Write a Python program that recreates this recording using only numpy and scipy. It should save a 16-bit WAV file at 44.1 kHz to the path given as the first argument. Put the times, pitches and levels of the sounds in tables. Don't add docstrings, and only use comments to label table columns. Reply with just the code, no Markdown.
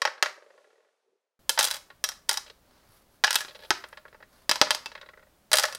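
import sys
import numpy as np
from scipy import signal
from scipy.fft import rfft, irfft
from scipy.io import wavfile
from scipy.ndimage import uniform_filter1d

SR = 44100
rng = np.random.default_rng(int(sys.argv[2]) if len(sys.argv) > 2 else 0)


def master_out(mix):
    frames = np.transpose(np.atleast_2d(mix))
    ceiling = np.clip(frames, -1, 1)
    pcm = np.round(ceiling * 32767).astype(np.int16)
    wavfile.write(sys.argv[1], SR, pcm)


N = 254898
TAPS = 8192
HZ = np.fft.rfftfreq(TAPS, 1 / SR)
SCENE_CHANGE_S = 1.392


def amp(db):
    return 10 ** (np.asarray(db) / 20)


def unit_rms(x):
    return x / np.sqrt(np.mean(x ** 2) + 1e-20)


def curve(points, hz):
    f, value = np.transpose(points)
    return np.interp(np.log(hz + 1), np.log(f + 1), value)


def add(mix, s, sound):
    part = mix[:, round(s * SR):][:, :sound.shape[1]]
    part += sound[:, :part.shape[1]]


def ringing_filter(db):
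    log_gain = np.log(amp(np.r_[db, db[-2:0:-1]]))
    return np.exp(np.conj(signal.hilbert(log_gain)))[:len(db)]


def noise(colour):
    gain = amp(curve(colour, np.fft.rfftfreq(N, 1 / SR)))
    return unit_rms(irfft(rfft(rng.standard_normal(N)) * gain, N))


def vibration(t60, rise_s=0.):
    t = np.arange(TAPS) / SR
    rise = 1 - np.exp(-t / (rise_s + 1e-9))
    return rng.standard_normal(TAPS) * rise * amp(-60 * t / t60)


def swell(middle_s, half_s):
    return np.exp(-((np.arange(N) / SR - middle_s) / half_s) ** 2)


def peak(hz, width_hz):
    return 1 / (1 + (2 * (HZ - hz) / width_hz) ** 2)


def hush(db=-65.5, hold_s=0.63, fade_db_per_s=33.5):
    # f/Hz, level/dB
    colour = [(30, -9.5), (70, -35), (200, -21.5), (330, -18.5), (460, -3.5), (700, -12), (1200, -17),
              (2500, -22), (6000, -26.5), (10000, -33), (16000, -48.5)]
    fading_s = np.maximum(np.arange(N) / SR - hold_s, 0)
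    return amp(db - fade_db_per_s * fading_s) * noise(colour)


def contact(burst, colour_db, tick=0., span_s=0.0096, stone_db=4.0, stone_width_hz=240):
    # f/Hz, width/Hz, height/dB
    board = [(387, 170, 1.5), (563, 66, 4), (617, 35, 6.5), (857, 210, 12), (1095, 56, 7.5), (1293, 39, 6),
             (1400, 32, 9), (1510, 72, 6.5), (1697, 92, 8), (1903, 230, 6), (2640, 52, 6), (3180, 120, 4.5),
             (3390, 69, 6.5), (3960, 220, 5), (4750, 90, 5), (5010, 240, 6), (5670, 64, 7), (6350, 51, 3.5),
             (8290, 160, 7.5), (9340, 210, 5)]
    spectrum = rfft(burst / np.linalg.norm(burst)) + tick
    broad_db = 10 * np.log10(uniform_filter1d(abs(spectrum) ** 2, size=110))
    modes = [(hz, width, db * (1 + 0.33 * rng.standard_normal())) for hz, width, db in board]
    modes += [(hz, stone_width_hz, stone_db) for hz in rng.uniform(2000, 15000, size=12)]
    modes_db = sum(db * peak(hz, width) for hz, width, db in modes)
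    filters = [ringing_filter(colour_db + share * modes_db - broad_db) for share in (1, 0.23)]
    spectrum = spectrum * np.array(filters)
    middle = (HZ > 500) & (HZ < 2400)
    energy = 2 * np.sum(abs(spectrum[:, middle]) ** 2, axis=1, keepdims=True) / TAPS
    return irfft(spectrum)[:, :TAPS // 2] * np.sqrt(span_s * SR / energy)


def stone_hits(crack_t60=0.0081, body_t60=0.035, body_db=-5, wood_t60=0.04, wood_db=-2):
    # t/s, level/dB, hardness/dB, thump/dB
    hits = [(0.0183, -22.5, -19.5, -28), (0.0523, -19.5, -22.5, -18), (0.0739, -28.5, -34, -15),
            (0.226, -18.5, -13, -14), (0.2596, -28, -25.5, -21), (1.494, -27, 6, -12),
            (1.5765, -24, -38.5, -27), (1.5905, -23.5, -1, -23.5), (1.5978, -29.5, 1.5, -11),
            (1.6089, -25, -11.5, -42), (1.6285, -34.5, 7, -26), (1.6428, -33, 5.5, -26),
            (1.6496, -34, 9, -14.5), (1.6725, -37, 0, -15), (1.7112, -35, 2.5, -17.5),
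            (1.744, -40.5, 0, -20), (1.7666, -47, 3, -23), (2.0405, -28.5, 0, -17.5),
            (2.089, -37.5, -1, -28), (2.1178, -47.5, -10.5, -16.5), (2.2925, -26, 1.5, -14.5),
            (2.3121, -31.5, -4.5, -15), (2.3296, -43, 7, -15), (2.3413, -40.5, -4.5, -31),
            (2.3728, -34, -2.5, -35), (3.2388, -19.5, -15, -20), (3.2444, -16.5, -13, -19.5),
            (3.2696, -32.5, -9, -20.5), (3.278, -27.5, -29, -22.5), (3.3068, -27, -3, -27.5),
            (3.3289, -33.5, 1.5, -17), (3.344, -33.5, 0, -41), (3.3558, -24.5, 2.5, -16.5),
            (3.387, -41, -1, -26.5), (3.4067, -34.5, -4.5, -16), (3.414, -38, -1, -32),
            (3.4483, -42.5, -17, -8), (3.706, -18.5, -16.5, -8.5), (3.887, -76, 20, -4.5),
            (4.4941, -24.5, -5, -6.5), (4.5133, -23, -5, -13), (4.5573, -32.5, -8.5, -18),
            (4.6146, -15.5, -14.5, -6.5), (4.6694, -35, -43, -23.5), (4.707, -21.5, -7, -21),
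            (4.7481, -35, -3, -17.5), (4.791, -58, -4, -21.5), (4.859, -38, -9, -9.5),
            (5.5161, -29.5, -2, -15), (5.5312, -21, 2.5, -20), (5.539, -20, -16, -21.5),
            (5.556, -31.5, 5, -27), (5.5704, -29.5, 6, -17), (5.5851, -24.5, -0.5, -21),
            (5.597, -29, 3, -18), (5.627, -34, -6, -37), (5.6354, -32, 1.5, -43), (5.639, -21, -26, -22),
            (5.6536, -30, -6, -38), (5.6838, -36.5, -24, -17), (5.7258, -41, -7, -17),
            (5.749, -42, 4.5, -7)]
    # from t/s, hollowness/dB, clack/dB, favoured board resonance f/Hz,
    # its lift/dB, ring of the stone f/Hz, share of the pile's ring
    spots = [(0, -6.5, 2, 840, 2, 1900, 0.11), (.15, -7, 4, 2000, 8, 2527, 0.08),
             (1.4, -6.5, 6.5, 912, 3, 3390, 0.67), (1.95, -14.5, 6.5, 905, 1, 5720, .9),
             (3.1, -14, 5.5, 1668, 6, 2750, 0.12), (3.6, -22.5, 4, 1695, 3, 5120, 0.12),
             (4.4, -10.5, 6.5, 1020, 6, 4800, .1), (5.4, -5.5, 4.5, 1390, 2.5, 4670, .1)]
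    # f/Hz, level/dB
    crack_colour = [(40, -2), (150, 4), (320, 7), (540, 10.5), (740, -4), (1000, -1), (1700, 0), (2400, -3),
                    (3500, -2), (5200, -3), (7000, -3.5), (10000, -3), (13500, -8.5), (16000, -16)]
    # f/Hz, width/Hz, height/dB
    pile_peaks = [(3110, 300, 7.5), (3880, 140, 7.5), (5250, 640, 3.5)]
    # f/Hz, level/dB
    pile_valleys = [(2000, -0.5), (2800, -7), (4500, -3), (6500, 0.5)]
    pile_db = curve(pile_valleys, HZ) + sum(db * peak(hz, width) for hz, width, db in pile_peaks)
    no_treble = signal.butter(2, 2000, fs=SR, output="sos")
    no_bass = signal.butter(2, 450, "high", fs=SR, output="sos")
    out = np.zeros((2, N))
    for s, db, hard, thump in hits:
        spot_index = sum(s >= spot[0] for spot in spots[1:])
        _, hollow, spot_clack, spot_hz, lift, stone_hz, pile_share = spots[spot_index]
        wood = signal.sosfilt(no_treble, vibration(wood_t60, rise_s=0.0014))
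        crack = vibration(crack_t60)
        body = signal.sosfilt(no_bass, amp(body_db) * vibration(body_t60) + amp(wood_db) * wood)
        clack = spot_clack + 0.3 * hard
        hardness = [(130, thump), (270, thump - 4), (390, thump), (590, hollow), (720, -3),
                    (800, -2), (1900, 2), (3400, clack), (5500, clack), (9000, hard)]
        ring_db = lift * peak(spot_hz, 190) + 3.5 * peak(stone_hz, 260) + pile_share * pile_db
        colour_db = curve(crack_colour, HZ) + curve(hardness, HZ) + ring_db
        add(out, s, amp(db) * contact(crack + body, colour_db, tick=0.21))
    return out


def room_echo(sound, first_s=0.0014, build_s=0.0075, echoes_per_s=4000):
    # f/Hz, t/s
    decay_times = [(150, 0.6), (500, 0.39), (1200, 0.4563), (3000, 0.28), (6000, 0.2958), (14000, 0.32)]
    # f/Hz, level/dB
    levels = [(150, -19.5), (500, -10), (1500, -13), (5000, -11.5), (9000, -14), (15000, -17.5)]
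    build_up = np.clip((np.arange(SR) / SR - first_s) / build_s, 0, 1)
    echoes = rng.standard_normal(SR) * (rng.random(SR) < echoes_per_s / SR) * build_up
    hz, t, bands = signal.stft(unit_rms(echoes), SR, nperseg=256)
    t60 = curve(decay_times, hz)[:, None]
    unit_energy = np.sqrt(2 * np.log(1000) / (t60 * SR))
    fade = amp(curve(levels, hz)[:, None] - 60 * t / t60)
    tail = signal.istft(bands * unit_energy * fade, SR, nperseg=256)[1]
    return signal.fftconvolve(sound, tail)[:N]


def knock(db, hollow_db, clack_db, room_db=-3):
    # f/Hz, level/dB
    colour = [(60, -20.5), (250, -14), (450, 11.5), (600, 10), (750, -10.5), (1100, -4), (1900, -1.5),
              (2600, -0.5), (4200, 0.5), (6000, -13.5), (8000, -20.5), (16000, -38.5)]
    hardness = [(580, hollow_db), (850, 0.0066), (1900, 0.013), (3200, clack_db)]
    burst = vibration(t60=0.043, rise_s=0.00086)
    return amp([[db], [db + room_db]]) * contact(burst, curve(colour, HZ) + curve(hardness, HZ))


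def wobbling():
    # t/s, level/dB, clack/dB
    knocks = [(0.1776, -48.5, -16), (1.902, -46.5, -10), (3.8386, -38.5, -9.5), (3.9273, -43.5, -13.5),
              (3.972, -43, -8), (4.0524, -45, -27), (4.08, -54.5, -10), (4.1272, -53.5, -18),
              (4.1446, -49, -19), (4.203, -52, -19.5), (4.2255, -46.5, -14.5), (4.9164, -45.5, -6.5),
              (4.951, -39.5, -8.5), (4.9764, -46, -12), (5.0127, -47, -3.5), (5.028, -45.5, -19),
              (5.06, -52.5, -10), (5.088, -45.5, -11), (5.134, -50.5, -18), (5.173, -50.5, -20),
              (5.193, -55.5, -15), (5.226, -55, -15.5), (5.268, -61, -20.5)]
    out = np.zeros((2, N))
    for s, db, clack_db in knocks:
        hollow_db = -12 + 0.48 * (-44.5 - db)
        add(out, s, knock(db, hollow_db, clack_db))
    return out


def rocking(start_s=.376, swing_s=.086, start_db=-52, fade_db_per_s=39):
    out = np.zeros((2, N))
    swing_start = start_s
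    for _ in range(9):
        for far in (0, 1):
            s = swing_start + far * .535 * swing_s
            db = start_db + far * 2.5 - fade_db_per_s * (s - start_s) + rng.standard_normal()
            add(out, s, knock(db, hollow_db=5.5 - far * 5, clack_db=-15.5))
        swing_start += swing_s
        swing_s *= .9
    return out


def rub(db=-69.5):
    # f/Hz, level/dB
    colour = [(30, -13.5), (150, -16), (300, -9), (420, 8.5), (520, -4), (700, -21.5), (2000, -36),
              (16000, -55)]
    return amp(db) * swell(middle_s=1.117, half_s=0.049) * noise(colour)


def room_noise(air_db=-64, hum_hz=60.4, hum_db=-74.5):
    # f/Hz, level/dB
    colour = [(15, -15.5), (25, -0.5), (49, -8), (249, -10.5), (344, -13.5), (394, -11.5), (503, -18),
              (545, -9.5), (714, -15.5), (1290, -19.5), (2160, -24.5), (3920, -25.5), (7510, -29),
              (14800, -29), (16000, -27.5)]
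    t = np.arange(N) / SR
    hum = amp(hum_db) * unit_rms(np.sin(2 * np.pi * hum_hz * t))
    return (t > SCENE_CHANGE_S) * (amp(air_db) * noise(colour) + hum)


def grit(t60=0.016, fade_db=10, count=14):
    # t/s, length/s, level of the first grains/dB
    spells = [(1.587, .17, -35.5), (2.289, 0.084, -49.5), (3.254, 0.15, -55), (5.56, 0.16, -49)]
    colour_db = curve([(300, -23), (1200, 1.0), (4000, 3), (12000, -5), (16000, -5.5)], HZ)
    out = np.zeros((2, N))
    for s, length, db in spells:
        for progress in (np.arange(count) + rng.random(count)) / count:
            grain = contact(vibration(t60), colour_db)
            add(out, s + progress * length, amp(db - fade_db * progress) * grain)
    return out


def nudging(scatter_db=2, slip_s=.004):
    # t/s, length/s, level/dB
    nudges = [(2.464, 0.031, -54.5), (3.479, 0.032, -52), (3.545, 0.015, -51.5), (3.59, .02, -53),
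              (3.623, 0.023, -52)]
    out = np.zeros((2, N))
    for start, length, db in nudges:
        for s in np.linspace(start, start + length, 3):
            s += slip_s * rng.uniform(-0.85, 1)
            add(out, s, knock(db + scatter_db * rng.standard_normal(), hollow_db=-4, clack_db=1))
    return out


def fingers(grain_db=2):
    # middle t/s, half length/s, level/dB, treble/dB
    strokes = [(2.776, .13, -65, -14.5), (2.945, 0.074, -61.5, 1.5), (3.14, .04, -67.5, 1),
               (3.685, 0.31, -63, 3), (4.376, 0.079, -62.5, -2.5)]
    # f/Hz, level/dB
    brush_colour = [(100, -18), (600, 6.5), (1500, 7.5), (2500, -4.5), (4500, 2), (7500, -7.5), (11000, 0),
                    (16000, -8)]
    flicker = amp(grain_db * unit_rms(uniform_filter1d(rng.standard_normal(N), size=200)))
    out = np.zeros(N)
    for s, half_s, db, treble in strokes:
        tilt = [(7000, 0.013), (11000, treble)]
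        colour = [(hz, level + curve(tilt, hz)) for hz, level in brush_colour]
        out += amp(db) * swell(s, half_s) * unit_rms(noise(colour) * flicker)
    return out


def hand_bump(at_s=2.889, db=-57, top_hz=90, skin_db=-6):
    thud = signal.sosfilt(signal.butter(2, top_hz, fs=SR, output="sos"), vibration(t60=.16))
    thud *= np.sqrt(SR / (2 * top_hz))
    skin = amp(skin_db) * vibration(t60=.02)
    out = np.zeros((2, N))
    add(out, at_s, amp(db) * (thud + skin)[None])
    return out


def scene():
    direct, into_room = stone_hits() + grit() + wobbling() + rocking() + nudging() + fingers() + hand_bump()
    return (direct + room_echo(into_room) + hush() + rub() + room_noise())[None]


def record(dry, thin_hz=290, top_hz=15950):
    thin = signal.sosfilt(signal.butter(2, thin_hz, "high", fs=SR, output="sos"), dry)
    heard = np.where(np.arange(N) / SR < SCENE_CHANGE_S, thin, dry)
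    low_pass = signal.firwin(401, top_hz, window=("kaiser", 8), fs=SR)
    return signal.oaconvolve(np.clip(heard, -1, 1), low_pass[None], "same")


dry = scene()
out = record(dry)
master_out(out)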